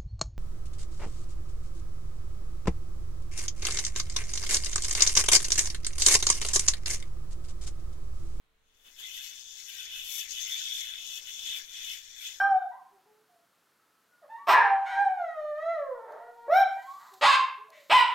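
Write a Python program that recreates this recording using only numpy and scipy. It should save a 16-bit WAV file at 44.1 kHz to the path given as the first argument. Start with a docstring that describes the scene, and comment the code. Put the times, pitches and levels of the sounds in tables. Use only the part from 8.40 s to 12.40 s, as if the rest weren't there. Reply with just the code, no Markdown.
"""A ball-bearing yo-yo, thrown once, keeps spinning as it is swung around on its string.
The bearing rattles the ringing shells, with a few hard jolts, under a hiss and sizzle that pulse once
per turn. The string whirrs against the rims, swelling and gliding with the swings, and once sings briefly.
Sleeves rustle; the quiet living room rumbles and hums faintly. The yo-yo sounds duller on the right."""
import sys
import numpy as np
from scipy import signal
from scipy.fft import rfft, irfft, next_fast_len
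from scipy.io import wavfile
from scipy.ndimage import uniform_filter1d, map_coordinates

SR = 44100
rng = np.random.default_rng(int(sys.argv[2]) if len(sys.argv) > 2 else 0)


def unload_wav(signal):
    """Save mono or channel-first audio to the path in sys.argv[1] as 16-bit WAV at rate SR, clipped to [-1, 1]."""
    wavfile.write(
        sys.argv[1],
        SR,
        np.round(np.clip(np.atleast_2d(signal).T, -1, 1) * 32767).astype(np.int16),
    )


N = 176400

# Fader rides through the swings: t/s, then level/dB before each layer's trim for
# main shell ring, lower shell modes, string whirr, bearing hiss, top sizzle
SWING_FADERS = [(0.25, -83, -87, -93, -82.5, -99), (0.44, -69.5, -73.5, -88, -72.5, -73),
                (0.47, -62, -59, -73, -66.5, -72), (0.55, -69, -75, -75, -62, -70.5),
                (0.6, -50, -53, -64, -55, -54), (0.65, -44.5, -55, -59.5, -51.5, -59),
                (0.71, -57, -48.5, -62.5, -54.5, -57), (0.75, -46.5, -49, -60.5, -51.5, -52.5),
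                (0.88, -51.5, -54.5, -57.5, -50, -55.5), (1.06, -54.5, -64.5, -74, -54.5, -68),
                (1.2, -53.5, -58.5, -65.5, -49.5, -59), (1.25, -58.5, -66, -72, -53.5, -62),
                (1.3, -47, -45.5, -57, -51.5, -51), (1.31, -52, -55, -59, -53.5, -58.5),
                (1.41, -46.5, -50.5, -57, -51, -53.5), (1.47, -49.5, -55, -60, -52, -62.5),
                (1.57, -44, -44.5, -56, -51, -52), (1.64, -46.5, -47, -60, -51.5, -54),
                (1.75, -45, -52, -59, -42.5, -41), (1.81, -41.5, -43.5, -54.5, -47, -46.5),
                (1.88, -58, -62, -57.5, -52.5, -61.5), (1.91, -51, -51, -56, -43, -55.5),
                (1.97, -43, -45, -60.5, -46, -51.5), (2.06, -44, -54, -51.5, -43.5, -54.5),
                (2.08, -49, -43.5, -55, -48.5, -49.5), (2.12, -38.5, -55, -51.5, -47, -52),
                (2.19, -39.5, -45, -54, -42.5, -53), (2.23, -40, -48.5, -57, -46, -55),
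                (2.35, -37, -52, -59, -46, -51), (2.41, -40.5, -51, -55.5, -42, -51.5),
                (2.44, -44, -49.5, -57.5, -51, -53), (2.56, -46.5, -53, -57, -52.5, -60),
                (2.65, -48, -51, -71.5, -49, -58.5), (2.78, -46, -48, -62.5, -49, -52.5),
                (2.82, -57, -62, -65, -54, -64.5), (2.9, -48, -46.5, -56.5, -50, -53.5),
                (2.92, -50.5, -59, -65, -50.5, -59.5), (3.1, -39, -47.5, -56.5, -47, -53.5),
                (3.17, -40, -47.5, -56, -49.5, -51), (3.23, -56.5, -61, -57.5, -53, -63),
                (3.27, -55, -66, -66, -59.5, -61), (3.36, -46.5, -52, -58, -47.5, -60),
                (3.48, -42.5, -49, -52.5, -51.5, -53.5), (3.52, -41.5, -42, -57, -46.5, -50.5),
                (3.57, -51, -53.5, -56.5, -52, -56), (3.61, -57.5, -61, -65, -56, -63.5),
                (3.74, -56, -69, -65, -55, -70), (3.82, -47.5, -61, -55, -53, -54),
                (3.87, -42, -45.5, -56, -47, -52), (4.0, -63, -75, -66, -58, -68.5)]
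# Shell resonances, two lower modes then the close pair of the main ring: f/Hz, width/Hz, level/dB
SHELL_MODES = [(2592, 144, 0), (2990, 233, 2.5), (3391, 290, -1.5), (3562, 255, 0)]
# Jolts of the yo-yo on the string: t/s, level/dB
JOLT_HITS = [(2.121, -25.5), (2.128, -25.5), (2.143, -30), (3.085, -38), (3.089, -23.5), (3.124, -29)]
# Tone of the bearing's hiss: f/Hz, level/dB
HISS_EQ = [(1500, -68), (2800, -48), (3800, -4.5), (4300, -3), (5000, -1.5), (5700, 5), (6050, 3.5),
           (6550, 6), (7100, 1.5), (8000, -7.5), (9500, -18), (12000, -35)]
# Tone of the bright sizzle on top: f/Hz, level/dB
SIZZLE_EQ = [(1000, -47), (2500, 2), (4200, -16.5), (7500, 5.5), (9000, -0.5), (10200, 0.5), (10900, 6),
             (11700, 10.5), (12600, 10), (14000, 2.5), (15700, 1.5)]
# Tone of the string rubbing the rims: f/Hz, level/dB
RUB_EQ = [(300, -50), (900, -32.5), (1320, -17), (1520, -3.5), (1800, -4), (2080, 3), (2460, 1.5),
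          (2750, -10.5), (3300, -8.5), (4250, -3.5), (5500, -28), (9000, -65)]
# Centre of the whirr as the swings tighten and slacken the string: t/s, f/Hz
WHIRR_GLIDE = [(.6, 1750), (.76, 3027), (.93, 1750), (1.26, 1650), (1.31, 2500), (1.35, 1628), (1.43, 1473),
               (1.55, 2607), (1.68, 3200), (1.85, 1605), (1.99, 2924), (2.13, 1949), (2.3, 1623),
               (2.4, 1970), (2.52, 1587), (2.62, 2198), (2.75, 2910), (2.88, 2345), (3.0, 2830),
               (3.22, 1620), (3.37, 2565), (3.49, 2150), (3.57, 1642), (3.79, 1957), (3.87, 3100),
               (3.97, 1750)]
# Low cut, as the small rims radiate little bass: f/Hz, level/dB
RIM_EQ = [(1200, -25), (1400, -12), (1530, 3)]
# Fader ride of the sleeve and string rustle, before its trim: t/s, level/dB
RUSTLE_FADER = [(.3, -86.5), (.43, -76), (.47, -65), (.51, -70), (.56, -81), (.6, -62.5), (.68, -70.5),
                (.85, -70.5), (1.08, -75), (1.4, -69.5), (1.66, -68.5), (1.77, -64), (1.87, -71.5),
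                (2.18, -65.5), (2.35, -71), (2.7, -65.5), (2.95, -70), (3.08, -63.5), (3.17, -62.5),
                (3.25, -73), (3.38, -70), (3.52, -68), (3.66, -76.5), (4, -68.5)]
# Tone of the rustle: f/Hz, level/dB
RUSTLE_EQ = [(60, -12), (150, -5), (260, -5), (350, -2), (480, -3), (650, -5.5), (890, -2), (1150, -2),
             (1600, 4.5), (3000, -2)]
# Shading of the right channel against the left: f/Hz, level/dB
RIGHT_EQ = [(700, 0.5), (1200, -3), (1800, -8.5), (2250, -10), (2600, -3), (3550, -5), (4200, -5),
            (5200, -19), (6400, -24), (10000, -23), (15000, -18)]
# Fader ride of the deep room rumble: t/s, level/dB
RUMBLE_FADER = [(0, -78), (.45, -69.5), (1.1, -73), (1.6, -66), (2.6, -68), (3.5, -68.5), (4, -72)]
# Tone of the rumble: f/Hz, level/dB
RUMBLE_EQ = [(20, 5), (35, -3.5), (45, -12.5), (56, -2.5), (80, -17), (130, -27), (400, -31), (2000, -96)]
# Tone of the room air: f/Hz, level/dB
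AIR_EQ = [(20, -9), (85, -5.5), (180, -11.5), (400, -14), (800, -14), (1500, -13), (3000, -16), (4000, -16),
          (4800, -26), (8000, -27), (15500, -30)]

THROW_S, SPIN_HZ, SPIN_LOSS_PER_S = .5, 135.7, .047  # turns a second at the throw, and their decay
UNWIND_S, UNWIND_DB_PER_S = 0.28, 155  # fade-in while the string unwinds
ZING_S, ZING_LENGTH_S, ZING_HZ, ZING_SAG_HZ_PER_S, ZING_DB = 1.32, 0.14, 1596, 450, -57.5
EARLY_T60_S, LATE_T60_S, LATE_DB = 0.006, 0.32, 2.5  # close reflections, and the room's tail
AIR_DB, HUM_HZ, HUM_DB = -74.5, 448, -89
TOP_HZ = 15790


def rattle(ring_db, lower_db):
    """The bearing chatters and rings the shells; the lower modes come and go with the swings."""
    chatter = room(contacts(per_s=750, scatter_db=0) * turning(depth=0.2))
    lower = unit_pair(shells(chatter, SHELL_MODES[:2]))
    main = unit_pair(shells(chatter, SHELL_MODES[2:]))
    return amp(ring_db) * main + amp(lower_db - 0.5) * lower


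def shells(x, modes):
    """The yo-yo's two halves ring as steep-sided resonances of alternating polarity."""
    def response(hz):
        bands = [amp(db) * (1j * hz * width / (centre ** 2 - hz ** 2 + 1j * hz * width)) ** 2
                 for centre, width, db in modes]
        return sum((-1) ** k * band for k, band in enumerate(bands))
    return filtered(x, response)


def contacts(per_s, scatter_db):
    """A crackle of tiny random impacts, their sizes spread by scatter_db; rms 1."""
    hits = rng.random(N) < per_s / SR
    polarity = np.sign(rng.standard_normal(N))
    size = amp(scatter_db * np.clip(rng.standard_normal(N), -2, 2))
    return unit(hits * polarity * size)


def turning(depth):
    """Contact pressure rises once per turn of the slowing yo-yo: a fast tremolo."""
    spin_hz = SPIN_HZ * np.exp(-SPIN_LOSS_PER_S * (np.arange(N) / SR - THROW_S))
    return 1 + depth * np.sin(2 * np.pi * np.cumsum(spin_hz) / SR)


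def jolts():
    """Jolts on the string knock the shells: hard, dry accents, left of centre."""
    blows = np.zeros(N)
    for s, db in JOLT_HITS:
        blows[round(s * SR)] = amp(db)
    ring = shells(np.array([blows, amp(-7) * blows]), SHELL_MODES[2:])
    return ring * blows.max() / np.abs(ring).max()


def bearing(hiss_db, sizzle_db):
    """Dense rolling contacts pulse with the spin: a hiss and a sizzle above it, fluttering together."""
    flutter = turning(depth=0.12) * amp(wobble(40))
    coarse = room(contacts(per_s=1900, scatter_db=4))
    hiss = unit_pair(shifting_reflections(eq(coarse, HISS_EQ), patchy_db=3))
    fine = room(contacts(per_s=2300, scatter_db=0))
    sizzle = unit_pair(shifting_reflections(eq(fine, SIZZLE_EQ), patchy_db=2))
    return flutter * (amp(hiss_db + 1.17) * hiss + amp(sizzle_db + 1) * sizzle)


def whirr(level_db):
    """The string rubs on the rims: a rough band with a gliding, wavering peak."""
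    centre_hz, = automation(WHIRR_GLIDE)
    half_width_hz = 140
    slips = contacts(per_s=2100, scatter_db=-2) * turning(depth=0.14)
    # Low-passed slip noise, shifted up to ride the glide.
    narrow = filtered(np.array([room(slips), room(slips)]), lambda hz: 1 / (1 + (hz / half_width_hz) ** 4))
    phase = 2 * np.pi * np.cumsum(centre_hz * (1 + .02 * wobble(70))) / SR
    left, right = narrow[0] * np.cos(phase) + narrow[1] * np.sin(phase)
    glide = unit_pair(eq(shade_right(left, right), RIM_EQ))
    rub = unit_pair(shifting_reflections(eq(room(slips), RUB_EQ), patchy_db=4.5))
    return amp(level_db) * (amp(1.5) * rub + amp(-7) * glide)


def zing():
    """For a moment the string sings on one slightly sagging note."""
    t = np.arange(N) / SR - ZING_S
    swell = np.sqrt(np.abs(np.sin(np.pi * np.clip(t / ZING_LENGTH_S, 0, 1))))
    phase = 2 * np.pi * np.cumsum(ZING_HZ - ZING_SAG_HZ_PER_S * t) / SR
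    left, right = [amp(ZING_DB + 2 * wobble(68)) * swell * np.sin(phase + 0.39 * wobble(90))
                   for _ in range(2)]
    return shade_right(left, right)


def rustle():
    """Sleeves and string brush softly as the hands move."""
    level_db, = automation(RUSTLE_FADER)
    cloth = eq(room(rng.standard_normal(N)), RUSTLE_EQ)
    return amp(level_db + 4) * unit_pair(cloth)


def room(x):
    """Each contact gets its own diffuse reflections: stereo noise that follows its decaying energy."""
    t = np.arange(SR // 3) / SR
    early, late = amp(-60 * t / EARLY_T60_S) ** 2, amp(-60 * t / LATE_T60_S) ** 2
    decay = early / early.sum() + amp(LATE_DB) ** 2 * late / late.sum()
    power = signal.fftconvolve(x ** 2, decay)[:N]
    reflections = np.sqrt(np.abs(power)) * rng.standard_normal((2, N))
    left, right = reflections + amp(-6.5) * x
    return shade_right(left, right)


def shifting_reflections(pair, patchy_db):
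    """Reflections add and cancel as the yo-yo flies about: random, shifting peaks and dips in the tone."""
    spectra = signal.stft(pair, nperseg=1024)[2]
    patches = uniform_filter1d(rng.standard_normal(spectra.shape), size=4, axis=1)  # across frequency
    patches = uniform_filter1d(patches, size=5, axis=2)  # across time
    return signal.istft(spectra * amp(patchy_db * unit(patches)), nperseg=1024)[1][:, :N]


def room_tone():
    """The bed: faint air, a wavering hum and a deep, nearly mono rumble."""
    rumble_db, = automation(RUMBLE_FADER)
    rumble = unit(eq(rng.standard_normal(N) + 0.38 * rng.standard_normal((2, N)), RUMBLE_EQ))
    air = unit(eq(rng.standard_normal((2, N)) + .5 * rng.standard_normal(N), AIR_EQ))
    hum = np.sqrt(2) * np.sin(2 * np.pi * HUM_HZ * np.arange(N) / SR + 0.54 * wobble(12))
    return amp(rumble_db) * rumble + amp(AIR_DB) * air + amp(HUM_DB) * hum


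def amp(db):
    """Decibels to gain."""
    return 10 ** (np.asarray(db) / 20)


def unit(x):
    """Scale to rms 1."""
    return x / np.sqrt(np.mean(x ** 2) + 1e-20)


def unit_pair(pair):
    """Scale a stereo pair so that its mono fold-down has rms 1."""
    return pair / np.sqrt(np.mean(pair.mean(0) ** 2) + 1e-20)


def automation(rows):
    """One lane of straight ramps for each column after the time."""
    times, *lanes = np.transpose(rows)
    return [np.interp(np.arange(N) / SR, times, lane) for lane in lanes]


def wobble(per_s):
    """A smooth random modulator with per_s knots a second."""
    knots = rng.standard_normal(int(N * per_s / SR) + 4)
    return map_coordinates(knots, [np.arange(N) * per_s / SR])


def filtered(x, response):
    """Filter x by a gain given as a function of frequency."""
    size = next_fast_len(N + SR // 2)
    return irfft(rfft(x, size) * response(np.fft.rfftfreq(size, 1 / SR)), size)[..., :N]


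def eq(x, points):
    """Shape x by points of f/Hz, level/dB, joined on a log frequency axis."""
    point_hz, point_db = np.transpose(points)
    return filtered(x, lambda hz: amp(np.interp(np.log(hz + 1), np.log(point_hz + 1), point_db)))


def shade_right(left, right):
    """A stereo pair with little treble on the right."""
    return np.array([left, eq(right, RIGHT_EQ)])


def scene():
    """The spinning yo-yo and the rustle fade in over the room tone."""
    ring_db, lower_db, whirr_db, hiss_db, sizzle_db = automation(SWING_FADERS)
    unwinding = amp(UNWIND_DB_PER_S * np.minimum(np.arange(N) / SR - UNWIND_S, 0))
    yoyo = rattle(ring_db, lower_db) + jolts() + whirr(whirr_db) + zing() + bearing(hiss_db, sizzle_db)
    return unwinding * (yoyo + rustle()) + room_tone()


def record(dry):
    """A brick-wall high cut on the whole mix."""
    return filtered(dry, lambda hz: hz < TOP_HZ)


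dry = scene()
out = record(dry)
unload_wav(out)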